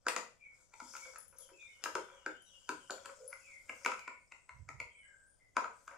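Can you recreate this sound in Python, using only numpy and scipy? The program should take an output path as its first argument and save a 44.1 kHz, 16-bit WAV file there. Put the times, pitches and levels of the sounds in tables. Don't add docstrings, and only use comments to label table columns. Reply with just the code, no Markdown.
import sys
import numpy as np
from scipy import signal
from scipy.fft import rfft, irfft, next_fast_len
from scipy.io import wavfile
from scipy.ndimage import map_coordinates

SR = 44100
rng = np.random.default_rng(int(sys.argv[2]) if len(sys.argv) > 2 else 0)


def bounce(signal):
    frames = np.transpose(np.atleast_2d(signal))
    limited = np.clip(frames, -1, 1)
    pcm = np.round(limited * 32767).astype(np.int16)
    wavfile.write(sys.argv[1], SR, pcm)


N = 263277

# start_s, level_db, cavity_db, edge_db, crack_db (last three relative to level_db)
KNOCKS = [(0.0665, -7, -8.5, -15, -10.5), (0.084, -12.5, 0, 10.5, 7.5), (0.1636, -9.5, -9, 1.5, -4),
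          (0.737, -30, -47, 2.5, -6), (0.8012, -22, -25, -2, -11.5), (0.951, -22, -24, -1.5, -10),
          (0.966, -29.5, -23, 3.5, 8), (1.1584, -26.5, -33, 3, -4.5), (1.839, -16.5, -0.5, 1.5, 6.5),
          (1.858, -13, -11, -3.5, -28), (1.9529, -9.5, -11, -3.5, -7), (2.262, -11, -11, -3, -12.5),
          (2.6913, -10.5, -17, -10, -5.5), (2.898, -18.5, -12, -25, -40), (2.9065, -16, -11, -15, 0),
          (3.0575, -23.5, -11.5, -2, -0.5), (3.328, -22.5, -57, 6.5, -16),
          (3.6947, -18.5, -12.5, 9.5, -13.5), (3.8482, -18.5, -1, 10.5, 1.5), (3.861, -6, -9.5, 2.5, -8),
          (3.9174, -14, -28.5, 3, -12), (3.993, -29.5, -36, 2, -0.5), (4.0778, -17.5, -42, 2.5, -14.5),
          (4.3198, -30, -17, 13.5, -5.5), (4.4926, -26, -45, 0, -18), (4.6888, -24, -7.5, 10, -6),
          (4.8013, -17, -19, 8.5, -7), (5.5672, -5, -13.5, -1.5, -10.5), (5.6433, -14, -17, -9, -19),
          (5.878, -23, -35.5, -1, -10.5)]
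# pitch_hz, level_db, t60_s
SHELL_MODES = [(355, -4.5, 0.0037), (483.4, -5, 0.095), (774, -11, 0.0033), (971.5, -8, 0.036),
               (1227, -3.5, 0.0079), (1316.5, -1, 0.012), (1495, -6, 0.017), (1980, -12, 0.012),
               (2220, -9.5, 0.01), (2587, -8, 0.0047), (4795, -10.5, 0.0028), (6836, -7, 0.0077),
               (8450, -16, 0.0025)]
REGISTERS_HZ = [646, 893, 1520, 2100, 2300, 2955]
# start_s, pitch_hz, level_db
BOOMS = [(0.82, 256, -34), (1.516, 374, -38.5), (1.859, 310, -31), (1.957, 368.4, -19.5),
         (2.266, 312, -24.5), (2.695, 305, -21)]
# start_s, length_s, level_db
SCRAPES = [(0.937, 0.041, -25), (1.053, 0.014, -29), (1.135, 0.046, -30), (1.326, 0.03, -34.5),
           (1.489, 0.035, -34), (2.085, 0.071, -28.5), (2.136, 0.098, -30), (2.978, 0.011, -29),
           (3.047, 0.02, -28.5), (3.09, 0.013, -23.5), (5.912, 0.077, -22)]
# peak_s, width_s, level_db
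STROKES = [(0.595, 0.11, -70.5), (0.964, 0.25, -57), (1.17, 0.16, -66.5), (1.415, 0.067, -60.5),
           (1.85, 0.55, -68.5), (3.07, 0.87, -65), (3.824, 0.25, -62.5), (5.933, 0.41, -70)]
# freq_hz, density_db
SKIN_SPECTRUM = [(1500, -67), (3200, -7), (3950, -16.5), (4900, -2.5), (6900, 1.5), (7800, 0), (8900, -4),
                 (9700, -8), (15500, -27)]
# start_s, length_s, level_db
GROANS = [(1.05, .055, -32.5), (1.39, .035, -36.5), (3.156, 0.13, -23.5)]
# start_s, level_db
TINKLES = [(1.184, -33.5), (1.281, -42), (1.385, -34), (1.407, -38), (2.421, -46.5), (3.278, -30.5)]
# pitch_hz, level_db, t60_s
METAL_MODES = [(10070, 10, 0.021), (10330, 2, 0.072), (10580, 9.5, 0.018), (11300, -27, 0.021)]
# start_s, length_s, start_hz, end_hz, level_db
WHISTLES = [(0.391, 0.14, 2426, 2200, -57.5), (0.952, 0.17, 2300, 2200, -56.5),
            (1.393, 0.082, 3460, 3073, -66), (1.531, 0.21, 2660, 2186, -56.5),
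            (1.59, 0.085, 3590, 3604, -64), (2.413, 0.098, 5950, 5980, -64), (2.454, 0.12, 3960, 2766, -63),
            (3.407, 0.19, 2713, 2047, -56), (3.984, 0.17, 2420, 2183, -53.5),
            (4.87, 0.23, 3266, 2960, -71.5), (4.914, 0.16, 2364, 2080, -61),
            (5.021, 0.27, 1642, 1569, -64.5), (5.394, 0.066, 2156, 2025, -68)]
# start_s, length_s, centre_hz, level_db
CHIRP_RUNS = [(1.705, 1.4, 3220, -69), (3.497, 1.3, 8210, -79), (4.877, 0.53, 8370, -73.5)]
# start_s, length_s, level_db
BUMPS = [(4.503, 0.085, -25), (4.588, 0.042, -16), (4.621, .24, -18.5)]
# freq_hz, level_db, t60_s
ROOM_BANDS = [(166, 1.5, 0.63), (306, 1.5, 0.21), (572, 4, 0.36), (1010, -0.5, 0.3), (2200, -1.5, 0.38),
              (4000, -1.5, 0.35), (13400, -1, 0.3)]
# freq_hz, density_db
AIR_SPECTRUM = [(90, 4.5), (170, -4.5), (380, -10), (530, -3), (1400, -18.5), (7500, -27.5), (12000, -41.5)]
# freq_hz, gain_db
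RIGHT_MIC = [(300, 0), (1200, -4), (2200, -2.5), (4000, -6.5), (7500, -12), (14000, -9)]


def knocks(heavy_db=-9, swell_s=0.0052, chatter_s=0.0019, grit_s=0.0039, detune=0.04):
    out = np.zeros(N)
    hz, db, t60_s = np.transpose(SHELL_MODES)
    lead = SR // 50
    t = (np.arange(4 * lead) - lead) / SR
    for start_s, level_db, cavity_db, edge_db, crack_db in KNOCKS:
        pitch_spread, uneven_db = rng.standard_normal((2, len(hz)))
        noise, grit = rng.standard_normal((2, len(t)))
        wall_db = max(level_db - heavy_db, 0)
        weight_db = register_db(hz, cavity_db, wall_db, edge_db, crack_db)
        shell = ring(hz * (1 + detune * pitch_spread), db + weight_db + uneven_db, t60_s)
        swell = noise ** 3 * np.exp(-abs(t) / swell_s) * (t < 0)
        chatter = noise ** 3 * np.exp(-abs(t) / chatter_s) * (t > 0)
        glance_db = 0.92 * max(heavy_db - level_db, 0)
        force = (t == 0) + at_energy(swell, glance_db - 22) + at_energy(chatter, glance_db - 9)
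        add(out, start_s + t[0], excite(shell, force, level_db))
        grit = band(grit, 910, 12000 * 2 ** (crack_db / 20))
        crack = grit * np.exp(-abs(t) / grit_s) * (t >= 0)
        add(out, start_s + t[0], at_energy(crack, level_db + crack_db - 7))
    return band(band(out, 237, 13000), 235, 16100, order=3)


def register_db(hz, cavity_db, wall_db, edge_db, crack_db):
    return np.interp(np.log(hz), np.log(REGISTERS_HZ), [cavity_db, wall_db, 0, edge_db, edge_db, crack_db])


def booms(t60_s=0.086, split=0.15):
    out = np.zeros(N)
    side = np.array([0, -1, 1])
    for start_s, hz, db in BOOMS:
        hollow = ring(hz * (1 + split * side), db - 6 * abs(side), np.full(3, t60_s), size=8192)
        add(out, start_s, band(hollow, hz / 2, hz * 2))
    return out


def scraping(hollow_hz=555, hollow_t60_s=0.11, creep_db=-10):
    hz, db, t60_s = np.transpose(SHELL_MODES)
    shell = ring(hz, db + register_db(hz, cavity_db=-10, wall_db=0, edge_db=-2, crack_db=-14), t60_s)
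    hollow = ring(np.array([hollow_hz]), -5, np.array([hollow_t60_s]))
    body = band(shell + band(hollow, 300, 930), 384, 3150)
    creep = unit_rms(slips(rate_hz=600, spread_db=1.5) * undb(5 * wander(rate_hz=28)))
    force = skids() + undb(creep_db) * hand_speed() * creep
    return signal.fftconvolve(force, at_energy(body, 0))[:N]


def skids(rate_hz=500, catch_db=-6, fade_db=-7):
    out = np.zeros(N)
    for start_s, length_s, db in SCRAPES:
        progress = np.linspace(0, 1, int(length_s * SR))
        slipping = rng.random(SR)[:len(progress)] < rate_hz / SR
        strength = rng.standard_normal(SR)[:len(progress)]
        force = slipping * strength * undb(fade_db * progress)
        force[0] = undb(catch_db) * np.sqrt(rate_hz * length_s)
        add(out, start_s, at_energy(force, db))
    return out


def stroking():
    edges_hz = np.geomspace(1500, 16000, 17)
    hiss = np.zeros(N)
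    for lo_hz, hi_hz in zip(edges_hz, edges_hz[1:]):
        friction = band(slips(rate_hz=5700, spread_db=7), lo_hz, hi_hz, order=3)
        hiss += friction * undb(3 * wander(rate_hz=13))
    return hand_speed() * unit_rms(colour(hiss, SKIN_SPECTRUM))


def hand_speed(rest_db=-81, taper=2.7):
    t = np.arange(N) / SR
    power = sum(undb(db) ** 2 * .5 ** (abs(2 * (t - peak_s) / width_s) ** taper)
                for peak_s, width_s, db in STROKES)
    return np.sqrt(undb(rest_db) ** 2 + power)


def slips(rate_hz, spread_db):
    clicks = (rng.random(N) < rate_hz / SR) * rng.standard_normal(N)
    return clicks * undb(spread_db * np.minimum(rng.exponential(size=N), 4))


def groans():
    return judders(GROANS, lo_hz=465, hi_hz=580)


def judders(rubs, lo_hz, hi_hz):
    out = np.zeros(N)
    for start_s, length_s, db in rubs:
        progress = np.clip(np.arange(SR // 2) / SR / length_s, 0, 1)
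        friction = rng.standard_normal(len(progress)) * np.sqrt(progress * (1 - progress))
        add(out, start_s, at_energy(band(friction, lo_hz, hi_hz, order=3), db))
    return out


def tinkles(detune=0.017, jostle_s=0.0068, jostle_db=-2):
    out = np.zeros(N)
    hz, db, t60_s = np.transpose(METAL_MODES)
    t = np.arange(SR // 10) / SR
    for start_s, level_db in TINKLES:
        metal = ring(hz * (1 + detune * rng.standard_normal(len(hz))), db + level_db, t60_s)
        jostle = rng.standard_normal(len(t)) ** 3 * np.exp(-t / jostle_s)
        force = (t == 0) + at_energy(jostle, jostle_db)
        add(out, start_s, excite(metal, force, 0))
    return band(out, 8500, 13500)


def bumps(left_db=-14):
    return judders(BUMPS, lo_hz=55, hi_hz=130) * undb([[left_db], [0]])


def whistles():
    out = np.zeros(N)
    for start_s, length_s, start_hz, end_hz, db in WHISTLES:
        add(out, start_s, undb(db) * airy_tone(length_s, start_hz, end_hz))
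    return out


def chirps(chirp_s=0.1, scatter=0.12, fall=0.03):
    out = np.zeros(N)
    for start_s, length_s, centre_hz, db in CHIRP_RUNS:
        for onset_s in np.arange(start_s, start_s + length_s - chirp_s, chirp_s / 2):
            late, pitch, strength = rng.standard_normal(3)
            top_hz = centre_hz * (1 + scatter * np.tanh(pitch))
            chirp = airy_tone(chirp_s, top_hz, top_hz * (1 - fall))
            add(out, onset_s + late * chirp_s / 10, undb(db + 2 * strength) * chirp)
    return out


def airy_tone(length_s, start_hz, end_hz, steady=1.5, waver=0.01434, waver_hz=70, flutter_db=5):
    progress = np.linspace(0, 1, int(length_s * SR))
    wobble, flutter = (np.interp(progress * length_s * waver_hz, np.arange(64), knots)
                       for knots in rng.standard_normal((2, 64)))
    glide_hz = end_hz + (start_hz - end_hz) * (1 - progress) ** 1.5
    depth = waver * np.sqrt(abs(start_hz / end_hz - 1) * 10)
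    phase = 2 * np.pi * np.cumsum(glide_hz * (1 + depth * wobble)) / SR
    lowpass = signal.butter(2, np.sqrt(end_hz) * 1.7, fs=SR, output="sos")
    fringe = unit_rms(signal.sosfilt(lowpass, rng.standard_normal((2, SR // 2))))[:, :len(progress)]
    tone = (steady + fringe[0]) * np.sin(phase) + fringe[1] * np.cos(phase)
    swell = np.sqrt(progress * (1 - progress))
    return unit_rms(tone * swell * undb(flutter_db * flutter))


def shelf(x, level_db=-9):
    scatter = band(rng.standard_normal((2, SR // 200)), 800, 15000)
    return signal.fftconvolve(x[None], at_energy(scatter, level_db), axes=1)[:, :N]


def moving_room(x, positions=5):
    place = np.linspace(0, positions - 1, N)
    return sum(room(x * np.sqrt(np.clip(1 - abs(place - k), 0, 1))) for k in range(positions))


def room(x, build_s=0.01, gap_s=0.00033, alike_hz=650, size=32768):
    t = np.arange(size) / SR
    bins_hz = np.fft.rfftfreq(size, 1 / SR)
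    mid, side = rfft(rng.standard_normal((2, size)))
    alike = 1 / (1 + (bins_hz / alike_hz) ** 2)
    pair = (mid * np.sqrt(1 + alike) + np.array([[1], [-1]]) * side * np.sqrt(1 - alike)) / np.sqrt(2)
    build = np.clip((t - gap_s) / build_s, 0, 1)
    edges_hz = 90 * 2 ** (np.arange(16) / 2)
    response = np.zeros((2, size))
    for lo_hz, hi_hz in zip(edges_hz, edges_hz[1:]):
        hz = np.sqrt(lo_hz * hi_hz)
        decay = np.exp(-np.log(1000) * t / at_hz(hz, ROOM_BANDS, column=2))
        reflections = irfft(pair * ((bins_hz >= lo_hz) & (bins_hz < hi_hz)))
        response += at_energy(build * decay, at_hz(hz, ROOM_BANDS)) * reflections
    return signal.fftconvolve(x[None], response, axes=1)[:, :N]


def room_air(level_db=-74.5):
    gain = undb(level_db + wander(rate_hz=3))
    return gain * unit_rms(colour(rng.standard_normal((2, N)), AIR_SPECTRUM))


def ring(hz, db, t60_s, size=4096):
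    t = np.arange(size) / SR
    decay = np.log(1000) / t60_s
    gain = undb(db) * np.sqrt(decay) * (-1) ** np.arange(len(hz))
    modes = np.exp(-decay[:, None] * t) * np.sin(2 * np.pi * hz[:, None] * t)
    return at_energy(gain @ modes, 0) * np.linalg.norm(undb(db))


def excite(body, force, db):
    return at_energy(signal.fftconvolve(force, body), db) * np.linalg.norm(body)


def undb(db):
    return 10 ** (np.asarray(db) / 20)


def unit_rms(x):
    return x / np.sqrt(np.mean(x ** 2))


def at_energy(x, db):
    return undb(db) * x / np.linalg.norm(x)


def at_hz(hz, points, column=1):
    table = np.array(points, float)
    return np.interp(np.log(np.maximum(hz, 1)), np.log(table[:, 0]), table[:, column])


def colour(x, points):
    size = next_fast_len(x.shape[-1])
    gain = undb(at_hz(np.fft.rfftfreq(size, 1 / SR), points))
    return irfft(rfft(x, size) * gain, size)[..., :x.shape[-1]]


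def band(x, lo_hz, hi_hz, order=2):
    sos = signal.butter(order, [lo_hz, min(hi_hz, .49 * SR)], "band", fs=SR, output="sos")
    return signal.sosfilt(sos, x)


def wander(rate_hz):
    knots = rng.standard_normal(2000)
    return np.interp(np.arange(N) / SR * rate_hz, np.arange(len(knots)), knots)


def add(track, start_s, sound):
    start = int(start_s * SR)
    lo, hi = max(start, 0), min(start + len(sound), N)
    track[lo:hi] += sound[lo - start:hi - start]


def scene(far_direct_db=-9, turn_s=(2.8, 3.2), turn_room_db=0.5):
    toy = knocks() + booms() + groans() + scraping() + stroking() + tinkles()
    far = whistles() + chirps()
    direct = toy + undb(far_direct_db) * far
    facing = np.interp(np.arange(N) / SR, turn_s, [0, 1])
    lag_samples = 2 * (1 - facing)
    direct_left = map_coordinates(direct, [np.arange(N) - lag_samples])
    early = np.array([direct_left, direct]) + shelf(toy)
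    reverb = moving_room(toy * undb(turn_room_db * facing) + far)
    left, right = early + reverb + room_air()
    return np.array([left, colour(right, RIGHT_MIC)]) + bumps()


def record(dry):
    top_hz = 15600
    return signal.sosfilt(signal.ellip(8, .2, 70, top_hz, fs=SR, output="sos"), dry)


dry = scene()
out = record(dry)
bounce(out)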